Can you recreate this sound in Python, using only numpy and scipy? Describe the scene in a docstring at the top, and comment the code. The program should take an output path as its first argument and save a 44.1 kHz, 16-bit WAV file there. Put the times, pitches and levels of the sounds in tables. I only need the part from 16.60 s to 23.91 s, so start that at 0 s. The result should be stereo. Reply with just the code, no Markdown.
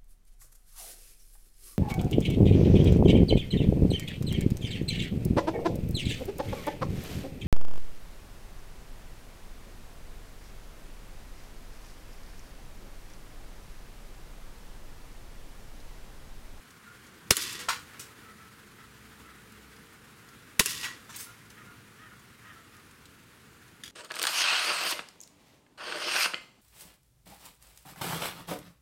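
"""Gas pistol in a garden

Two shots close to the mic, each a hammer blow, a muzzle crack with a low thump, the slide flying back
and slamming home. The garden returns a wash of echoes; pellets hit and bounce further off, some ringing
sheet metal. A far crow caws, small ticks come from the table and the trigger parts click at the end,
all over a bed of distant traffic, faint hums and hiss."""
import sys
import numpy as np
from scipy import signal
from scipy.fft import rfft, irfft
from scipy.io import wavfile
from scipy.ndimage import uniform_filter1d

SR = 44100
rng = np.random.default_rng(int(sys.argv[2]) if len(sys.argv) > 2 else 0)


def transcribe(u):
    """Save the signal u as a 16-bit wav file named by the first command-line argument.

    u: samples, shape (n,) or (channels, n), limited to [-1, 1]; the rate is SR.
    q: integer samples, one column per channel.
    """
    v = np.clip(np.atleast_2d(u).T, -1, 1)
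    q = np.round(v * 32767).astype(np.int16)
    wavfile.write(sys.argv[1], SR, q)


N = 322371

# tone of the traffic and hiss bed: f/Hz, level/dB
BED_EQ = [(12, -56), (20, -22), (53, -7.5), (113, -0.5), (172, -4.5), (204, -2), (410, -9), (446, -6.5),
          (607, -18), (678, -16), (825, -15), (1400, -6.5), (5850, -21.5), (10500, -22), (16000, -26.5)]
# its stereo image: f/Hz, left-right correlation
BED_CORRELATION = [(60, 0.72), (130, 0.86), (290, 0.77), (640, 0.91), (1410, 0.75), (3100, 0.52), (6820, 1),
                   (15000, 0.44)]
# its balance: f/Hz, left over right/dB
BED_PAN = [(60, 1), (180, 0.5), (550, -0.5), (1650, 0.3), (4970, 2.1), (15000, 0.5)]
# its fader ride: t/s, level/dB, rumble boost/dB
BED_RIDE = [(0.0, -53, 0), (.85, -52.5, 4), (1.15, -49.5, -0.8), (2.1, -53.5, 2), (2.52, -52.5, .5),
            (3.9, -53.5, 1.2), (4.17, -51.5, 4), (4.35, -52, 0.5), (5.3, -54, 2), (6.03, -54, 1.2),
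            (6.47, -54.5, 3), (7.31, -55.5, 3.5)]
# a ring after the first pellet hit, then distant hums: start/s, end/s, f/Hz, level/dB
LOW_TONES = [(.98, 1.2, 490, -54), (1.5, 3.7, 210, -63.5), (1.05, 3.3, 441, -67), (2.2, 3.2, 63, -62.5),
             (4.3, 6.2, 110, -62.5)]
# crow calls: t/s, length/s, level/dB, top pitch/Hz, beak opening/0-1
CAWS = [(0.249, 0.082, -56.5, 707, .1), (1.615, 0.14, -56.5, 655, .4), (1.762, 0.134, -57, 662, .5),
        (2.17, 0.1, -55, 672, .7), (2.628, 0.115, -55, 668, .65), (3.657, 0.13, -61, 682, 0),
        (4.651, 0.084, -55.5, 705, 0.18), (4.945, .1, -55, 633, .75), (5.057, 0.08, -56.5, 709, 0.2),
        (5.364, .15, -55, 638, .9), (5.5, 0.058, -55.5, 725, 0.4), (5.815, 0.138, -53.5, 632, .95),
        (5.947, 0.086, -58.5, 670, 0.53), (6.12, 0.083, -61, 621, 0.5)]
# formants of the crow's throat: f/Hz, width/Hz, level/dB
FORMANTS = [(1283, 290, -0.5), (1770, 560, 4), (3000, 1100, -10)]
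# tone of pellet hits and ticks: f/Hz, level/dB
SPRAY_EQ = [(180, -40), (300, -26), (701, -22), (915, -11.5), (1250, -7), (1810, -3.5), (2170, -4.5),
            (2570, -5), (7200, -13), (16000, -24)]
# faint ticks from the table: t/s, level/dB, resonance/Hz
TICKS = [(.1038, -45.5, 7000), (.4649, -49.5, 7000), (2.92, -49, 12000), (3.162, -50, 5000),
         (3.687, -49, 4800), (4.901, -43, 5000), (5.593, -52, 7000), (6.166, -51, 9000),
         (6.31, -51.5, 8800), (6.454, -45.5, 3600), (7.078, -54, 10900)]
# pellet hits: t/s, level/dB, attack/ms, t60/ms, tilt/(dB/oct), resonance/Hz, width/Hz, boost/dB
PELLET_HITS = [(.9279, -30, .4, 25, 4, 11000, 4000, 3), (.99, -34, 3.4, 270, 0.1, 1850, 90, 8),
               (1.0859, -22, 2, 268, -1.5, 1290, 250, 3.5), (1.342, -45, 1.4, 190, -7, 1320, 150, 5),
               (1.394, -36.5, 1.5, 223, 3.5, 8000, 1800, 4), (4.211, -39, .5, 25, 7, 14000, 3000, 2),
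               (4.228, -25.5, 7.2, 196, 0, 2580, 200, 7), (4.24, -30.5, 5.1, 305, -2.5, 2010, 160, 9),
               (4.491, -45, 4, 640, 1.2, 1410, 150, 10), (4.536, -42, 6, 580, -1.5, 6500, 900, 7),
               (4.56, -31, 2.3, 100, 12, 8250, 500, 6), (4.582, -37, 7.2, 290, 8, 5050, 200, 12),
               (4.6, -36.5, 1.1, 200, 8, 8300, 350, 11), (4.615, -40, 8.1, 230, 10, 10650, 350, 16)]
# hits on sheet metal: t/s, level/dB, left over right/dB
CLANGS = [(1.0852, -26, 5), (4.233, -46.5, 7), (4.492, -46.5, 2)]
# modes of the sheet: f/Hz, level/dB, t60/s
SHEET_MODES = [(720, -2, .03), (1340, 6, .045), (2800, -1, .03), (42, -20, .15), (930, -2, .15),
               (1040, -2, .17), (1770, -6, .29), (1845, -9, .3), (2510, -5, .2), (2620, -9, .25),
               (3068, -14, .3), (3750, -12, .2), (4985, -15, .2)]
# echo envelope: t after the shot/s, level/dB, tilt/(dB/oct)
ECHO_ENVELOPE = [(.02, -42, -1), (.052, -39, 4.5), (0.071, -38.5, -3.5), (.11, -31.5, 3), (.15, -36.5, 0.5),
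                 (.24, -39.5, 0), (.3, -45, -2.5), (.38, -53.5, -3.5), (.46, -70, 2)]
# tone of the echoes: f/Hz, level/dB
GARDEN_EQ = [(120, -32), (200, -14), (347, -4.5), (722, -30), (1020, -5), (1560, -5), (1940, -3),
             (2210, -4.5), (2700, -1.5), (4950, -6.5), (12200, -13.5), (16000, -25)]
# stereo image of the garden: f/Hz, left-right correlation
GARDEN_CORRELATION = [(60, 0.39), (130, 0.71), (290, 0.41), (640, 0.3), (1410, 0.09), (3100, 0.094),
                      (6820, 1), (15000, 0.43)]
# ring of the pistol's frame, heard in the echoes: f/Hz, width/Hz, boost/dB
FRAME_RESONANCES = [(1906, 30, 10), (2750, 35, 3), (3600, 42, -1), (3900, 45, -3), (4420, 50, 5),
                    (4945, 44, 8), (5040, 51, 5), (5550, 120, 1), (5930, 60, 1), (6600, 45, 5.5)]
# trigger clicks: t/s, level/dB
TRIGGER_CLICKS = [(7.236, -30.5), (7.278, -38)]
# bounces within a click: delay/ms, level/dB, attack/ms, t60/ms
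CHATTER = [(0, -0.5, 0.47, 29), (7.5, -6.5, 1.5, 36), (18, -11.5, 2, 130)]
# ring of the trigger parts: f/Hz, width/Hz, boost/dB
TRIGGER_RESONANCES = [(1740, 140, 9), (3330, 330, 11), (4840, 290, 9), (5720, 200, 7), (6700, 500, 3.5)]
# tone of the pistol's action: f/Hz, level/dB
PISTOL_EQ = [(290, -23), (450, -15), (729, -40), (1000, -5.5), (1790, -0.5), (2070, -0.5), (3750, -2),
             (4870, -5.5), (5240, -4.5), (10400, -6), (16000, -21)]
# blows of hammer, valve, muzzle, gas on the slide and out of the breech, slide back, frame and grip:
# t after the valve opens/ms, level/dB, attack/ms, t60/ms, tilt/(dB/oct), left-right correlation
ACTION_BLOWS = [(-2, -35, 1.5, 95, 8, 1), (-0.3, -11, 0.58, 26, 5, 0.9), (2, -9.5, 0.083, 15.5, 2.5, 0.82),
                (3, -6, .4, 6.8, 1, 0.72), (4.3, -5, 0.17, 6.2, 2, .99), (9, -16.5, 0.25, 18, 4, 0.71),
                (11, -19, 0.54, 38, -1.5, 0.81), (15.5, -24, 0.87, 87, 0.5, 0.51),
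                (20.3, -36, 1.5, 93, -3, 0.46)]
# the slide lands and rebounds: same columns, t from the landing
HOME_BLOWS = [(0, -15.5, .25, 18, 5.6, 0.98), (3.6, -27, 1.5, 94, 3.5, 0.92)]
# sharpest metal snaps: t after the valve opens/ms, level/dB, first f/Hz, last f/Hz, length/ms
METAL_CRACKS = [(4.4, -6, 6000, 4000, .33), (9.05, -10, 4800, 2800, .45)]
# lasting ring of the slide: f/Hz, level/dB, t60/s
SLIDE_MODES = [(1950, -48, .6), (3490, -40, 0.9), (5030, -45, .4)]
# shots: t/s, muzzle crack/dB, its first f/Hz, blast delay/ms, blast height, left overload thump height,
# slide home delay/ms, slide ring trim/dB, echo trim/dB, echo tilt/(dB/oct)
SHOTS = [(.7062, -3, 5900, 3.7, -.13, .06, 61.6, 0, .5, -.5),
         (3.9943, -8, 2600, 2.45, -.08, .47, 64.7, -5, -.3, .5)]


def amp(db):
    """dB to gain."""
    return 10 ** (np.asarray(db) / 20)


def panned(db, pan_db):
    """Stereo gains, left over right by pan_db."""
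    return amp(db + pan_db * np.array([[.5], [-.5]]))


def unit_rms(x):
    """Scales to rms 1."""
    return x / np.sqrt(np.mean(x ** 2) + 1e-20)


def wobble(count, smoothing):
    """Random modulation of rms 1, averaged over `smoothing` points."""
    return unit_rms(uniform_filter1d(rng.standard_normal(count), smoothing))


def curve(points, hz):
    """Reads a table on a log-frequency axis."""
    f, value = np.transpose(points)
    return np.interp(np.log(hz + 1), np.log(f + 1), value)


def octaves(hz):
    """Octaves above 4 kHz, held flat below 500 Hz."""
    return np.log2(np.clip(hz, 500, None) / 4000)


def peaks(rows, hz):
    """EQ in dB of resonances (f/Hz, width/Hz, boost/dB) over a flat spectrum."""
    return 10 * np.log10(1 + sum(amp(2 * db) / (1 + (2 * (hz - f) / width) ** 2) for f, width, db in rows))


def add(mix, s, sound):
    """Mixes a sound in at time s."""
    part = mix[:, round(s * SR):][:, :sound.shape[-1]]
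    part += sound[..., :part.shape[1]]


def noise(count, eq, correlation):
    """Stereo noise coloured by eq(hz) in dB, its width set by correlation(hz)."""
    left, spare = rfft(rng.standard_normal((2, count)))
    hz = np.fft.rfftfreq(count, 1 / SR)
    shared = np.clip(correlation(hz), -1, 1)
    right = shared * left + np.sqrt(1 - shared ** 2) * spare
    return unit_rms(irfft(amp(eq(hz)) * np.array([left, right]), count))


def moving_eq(x, gain_db, size):
    """Weights the short-time spectrum by gain_db(hz, s)."""
    hz, t, frames = signal.stft(x, SR, nperseg=size, noverlap=3 * size // 4)
    frames = frames * amp(gain_db(hz[:, None], t))
    return signal.istft(frames, SR, nperseg=size, noverlap=3 * size // 4)[1][:, :x.shape[1]]


def burst(db, attack_ms, t60_ms, eq, correlation, pan_db, damping, count=4096):
    """A blow of noise through many small modes; it rises fast and dies, treble first."""
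    t = np.arange(count) / SR
    modes_db = 4 * wobble(count // 2 + 1, count // 640)
    x = noise(count, lambda hz: eq(hz) + modes_db, correlation)
    decay_db = lambda s: -60000 * s / t60_ms
    x = moving_eq(x, lambda hz, s: decay_db(s) * damping * np.maximum(octaves(hz) + 2, 0), size=128)
    envelope = (1 - np.exp(-1000 * t / attack_ms)) * amp(decay_db(t))
    return x * envelope * panned(db, pan_db)


def traffic_bed():
    """Traffic rumble and hiss; patches of the spectrum drift and the treble flickers."""
    s, db, rumble_db = np.transpose(BED_RIDE)
    bed = noise(N, lambda hz: curve(BED_EQ, hz), lambda hz: curve(BED_CORRELATION, hz))

    def gain_db(hz, t):
        patches = rng.standard_normal((len(t), len(hz))).T
        patches = unit_rms(uniform_filter1d(uniform_filter1d(patches, 10, 0), 14, 1))
        lows = 1 / (1 + (hz / 300) ** 2)
        flicker = .98 * (1 - lows) * wobble(len(t), 3)
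        ride = np.interp(t, s, db) + lows * np.interp(t, s, rumble_db)
        pan = np.array([.5, -.5])[:, None, None] * curve(BED_PAN, hz)
        return ride + .72 * patches + flicker + pan
    return moving_eq(bed, gain_db, size=1024)


def low_tones():
    """Faint, wavering low tones: a ring after the first pellet hit, and distant hums."""
    out = np.zeros((1, N))
    for start, end, hz, db in LOW_TONES:
        count = len(np.arange(start, end, 1 / SR))
        pitch = hz * (1 + .00797 * wobble(count, 9000))
        level = amp(db + 2 * wobble(count, 9000))
        tone = np.sin(2 * np.pi * np.cumsum(pitch) / SR)
        add(out, start, level * tone * signal.windows.tukey(count, .15))
    return out


def caw(length_s, db, top_hz, beak):
    """Hoarse pulses through a throat; a wider beak arches the pitch more, brightens and rasps."""
    phase = np.arange(0, 1, 1 / length_s / SR)
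    count = len(phase)
    first_hz, last_hz = top_hz * (1 - .13 * beak ** 2), top_hz * (1 - .14 * beak ** 2)
    pitch = np.interp(phase, [0, .15, .3, .55, 1], [first_hz, first_hz, top_hz, top_hz, last_hz])
    turns = np.cumsum(pitch * (1 + .011 * wobble(count, 200))) / SR
    pulses = unit_rms(sum(np.cos(2 * np.pi * k * turns) for k in range(1, 6)))
    rasp = 3.8 * (.35 + .4 * beak) * rng.standard_normal(count)
    hz = np.fft.rfftfreq(count, 1 / SR)
    upper_db = -19 + 18.5 * beak
    throat = sum(amp(level + trim) / (1 + (2 * (hz - f) / width) ** 2)
                 for (f, width, level), trim in zip(FORMANTS, [0, upper_db, upper_db]))
    voice = unit_rms(irfft(rfft(pulses + rasp) * throat, count))
    flutter_db = 1.6 * wobble(count, 700)
    return amp(db + flutter_db) * voice * signal.windows.tukey(count, .6)


def crow():
    """Far caws, smeared by a short reverb for distance."""
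    calls = np.zeros((1, N))
    for s, *shape in CAWS:
        add(calls, s, caw(*shape))
    tail = rng.standard_normal((2, 8192)) * amp(-60 * np.arange(8192) / SR / .35)  # t60 0.35 s
    wet = signal.oaconvolve(calls, tail / np.linalg.norm(tail[0]), axes=1)[:, :N]
    return 1.18 * calls + .72 * wet


def spray(db, attack_ms, t60_ms, tilt, ring_hz, width_hz, boost_db):
    """A gritty spray of noise with one resonance, spread by the garden."""
    eq = lambda hz: curve(SPRAY_EQ, hz) + tilt * octaves(hz) + peaks([(ring_hz, width_hz, boost_db)], hz)
    correlation = lambda hz: curve(GARDEN_CORRELATION, hz)
    x = burst(db, attack_ms, t60_ms, eq, correlation, pan_db=1.5, damping=.014, count=12288)
    grit_db = 1.35 * wobble(x.shape[1], 90)
    return x * amp(grit_db)


def table_ticks():
    """Small, bright ticks from the table."""
    out = np.zeros((2, N))
    for s, db, hz in TICKS:
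        add(out, s, spray(db, attack_ms=1.5, t60_ms=46, tilt=4.5, ring_hz=hz, width_hz=1900, boost_db=6))
    return out


def pellets():
    """Pellets hit and bounce in sprays of noise; some set sheet metal ringing."""
    out, t = np.zeros((2, N)), np.arange(16384) / SR
    for s, *shape in PELLET_HITS:
        add(out, s, spray(*shape))
    lag_s = np.array([[0], [.0002]])  # the clang reaches the right capsule later
    sheet = sum(amp(db - 60 * t / t60) * np.sin(2 * np.pi * hz * (t - lag_s))
                for hz, db, t60 in SHEET_MODES)
    attack = 1 - np.exp(-t / .0005)
    for s, db, pan_db in CLANGS:
        add(out, s, panned(db, pan_db) * sheet * attack)
    return out


def garden_echoes():
    """Walls and trees return each shot as an uneven wash of shifting brightness."""
    out = np.zeros((2, N))
    delay, db, tilt = np.transpose(ECHO_ENVELOPE)
    t = np.arange(delay[0], delay[-1], 1 / SR)
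    eq = lambda hz: curve(GARDEN_EQ, hz) + peaks(FRAME_RESONANCES, hz)
    for s, *_, trim_db, shot_tilt in SHOTS:
        wash = noise(len(t), eq, lambda hz: curve(GARDEN_CORRELATION, hz))
        brightness = lambda hz, at: (np.interp(at + delay[0], delay, tilt) + shot_tilt) * octaves(hz)
        wash = moving_eq(wash, brightness, size=256)
        lumps_db = 1.6 * wobble(len(t), 130)  # single reflectors stand out
        envelope = amp(np.interp(t, delay, db) + trim_db + lumps_db)
        add(out, s + delay[0], wash * envelope * signal.windows.tukey(len(t), .04))
    return out


def trigger():
    """Small sprung parts click and chatter."""
    out = np.zeros((2, N))
    eq = lambda hz: (curve(PISTOL_EQ, hz) + peaks(TRIGGER_RESONANCES, hz)
                     + 1.5 * octaves(hz) - 15 * (hz < 1300))
    for s, db in TRIGGER_CLICKS:
        for ms, bounce_db, attack, t60 in CHATTER:
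            click = burst(db + bounce_db, attack, t60, eq, lambda hz: .85, pan_db=3.1, damping=.037)
            add(out, s + ms / 1000, click)
    return out


def ring(db, hz, attack_s, t60_s):
    """One mode that swells and dies."""
    t = np.arange(SR // 2) / SR
    return amp(db - 60 * t / t60_s) * (1 - np.exp(-t / attack_s)) * np.sin(2 * np.pi * hz * t)


def crack(db, first_hz, last_hz, length_ms):
    """A few cycles whose pitch drops as the pressure falls."""
    phase = np.arange(0, 1, 1000 / length_ms / SR)
    pitch = np.interp(phase, [0, .45, .62, 1], [first_hz, first_hz, last_hz, last_hz])
    return amp(db) * np.sin(2 * np.pi * np.cumsum(pitch) / SR) * signal.windows.tukey(len(phase), .3)


def thump(blast_ms, blast_height, overload_left):
    """A centred blast and rebound, plus the overloaded mic's low thump, opposite in the two channels."""
    ms = np.arange(1024) * 1000 / SR
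    bump = lambda at_ms, width_ms: np.exp(-.5 * ((ms - at_ms) / width_ms) ** 2)
    blast = blast_height * bump(blast_ms, .56)
    rebound = .06 * bump(10, 1.3)
    left = overload_left * bump(6, .67) - .09 * bump(7.6, .56)  # thump, then overshoot
    right = .2 * bump(4.8, .4) - .35 * bump(6, .67)  # counter-swing, then thump
    return blast + rebound + np.array([left, right])


def pistol():
    """Each shot cycles the action: metal blows, crack of gas, low thump, grip knock and slide ring."""
    out = np.zeros((2, N))
    grip_hz, grip_t60_s = 405, .04
    for s, crack_db, crack_hz, blast_ms, blast_height, overload_left, home_ms, slide_db, *_ in SHOTS:
        home = s + home_ms / 1000
        for start, blows in ((s, ACTION_BLOWS), (home, HOME_BLOWS)):
            for ms, db, attack, t60, tilt, correlation in blows:
                eq = lambda hz: curve(PISTOL_EQ, hz) + tilt * octaves(hz)
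                blow = burst(db, attack, t60, eq, lambda hz: correlation, pan_db=.8, damping=.02)
                add(out, start + ms / 1000, blow)
        add(out, s + .0021, crack(crack_db, crack_hz, last_hz=1800, length_ms=1.2))  # muzzle
        for ms, *shape in METAL_CRACKS:
            add(out, s + ms / 1000, crack(*shape))
        add(out, s, thump(blast_ms, blast_height, overload_left))
        # the hollow grip knocks on the shot and again as the slide lands
        add(out, s + .0111, -ring(-23.5, grip_hz, attack_s=.00021, t60_s=grip_t60_s))
        add(out, home, ring(-39, grip_hz, attack_s=.0018, t60_s=grip_t60_s))
        for hz, db, t60 in SLIDE_MODES:
            add(out, home, ring(db + slide_db, hz, attack_s=.042, t60_s=t60))
    return out


def scene():
    """All layers at the mic."""
    foreground = pistol() + trigger() + garden_echoes() + pellets() + table_ticks()
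    return foreground + crow() + low_tones() + traffic_bed()


def record(dry):
    """Soft saturation rounds the cracks, then a steep low-pass trims the top."""
    saturated = 1.267 * np.tanh(dry / 1.322)
    lowpass = signal.firwin(511, 16100, window=("kaiser", 9), fs=SR)
    return signal.oaconvolve(saturated, lowpass[None], "same")


dry = scene()
out = record(dry)
transcribe(out)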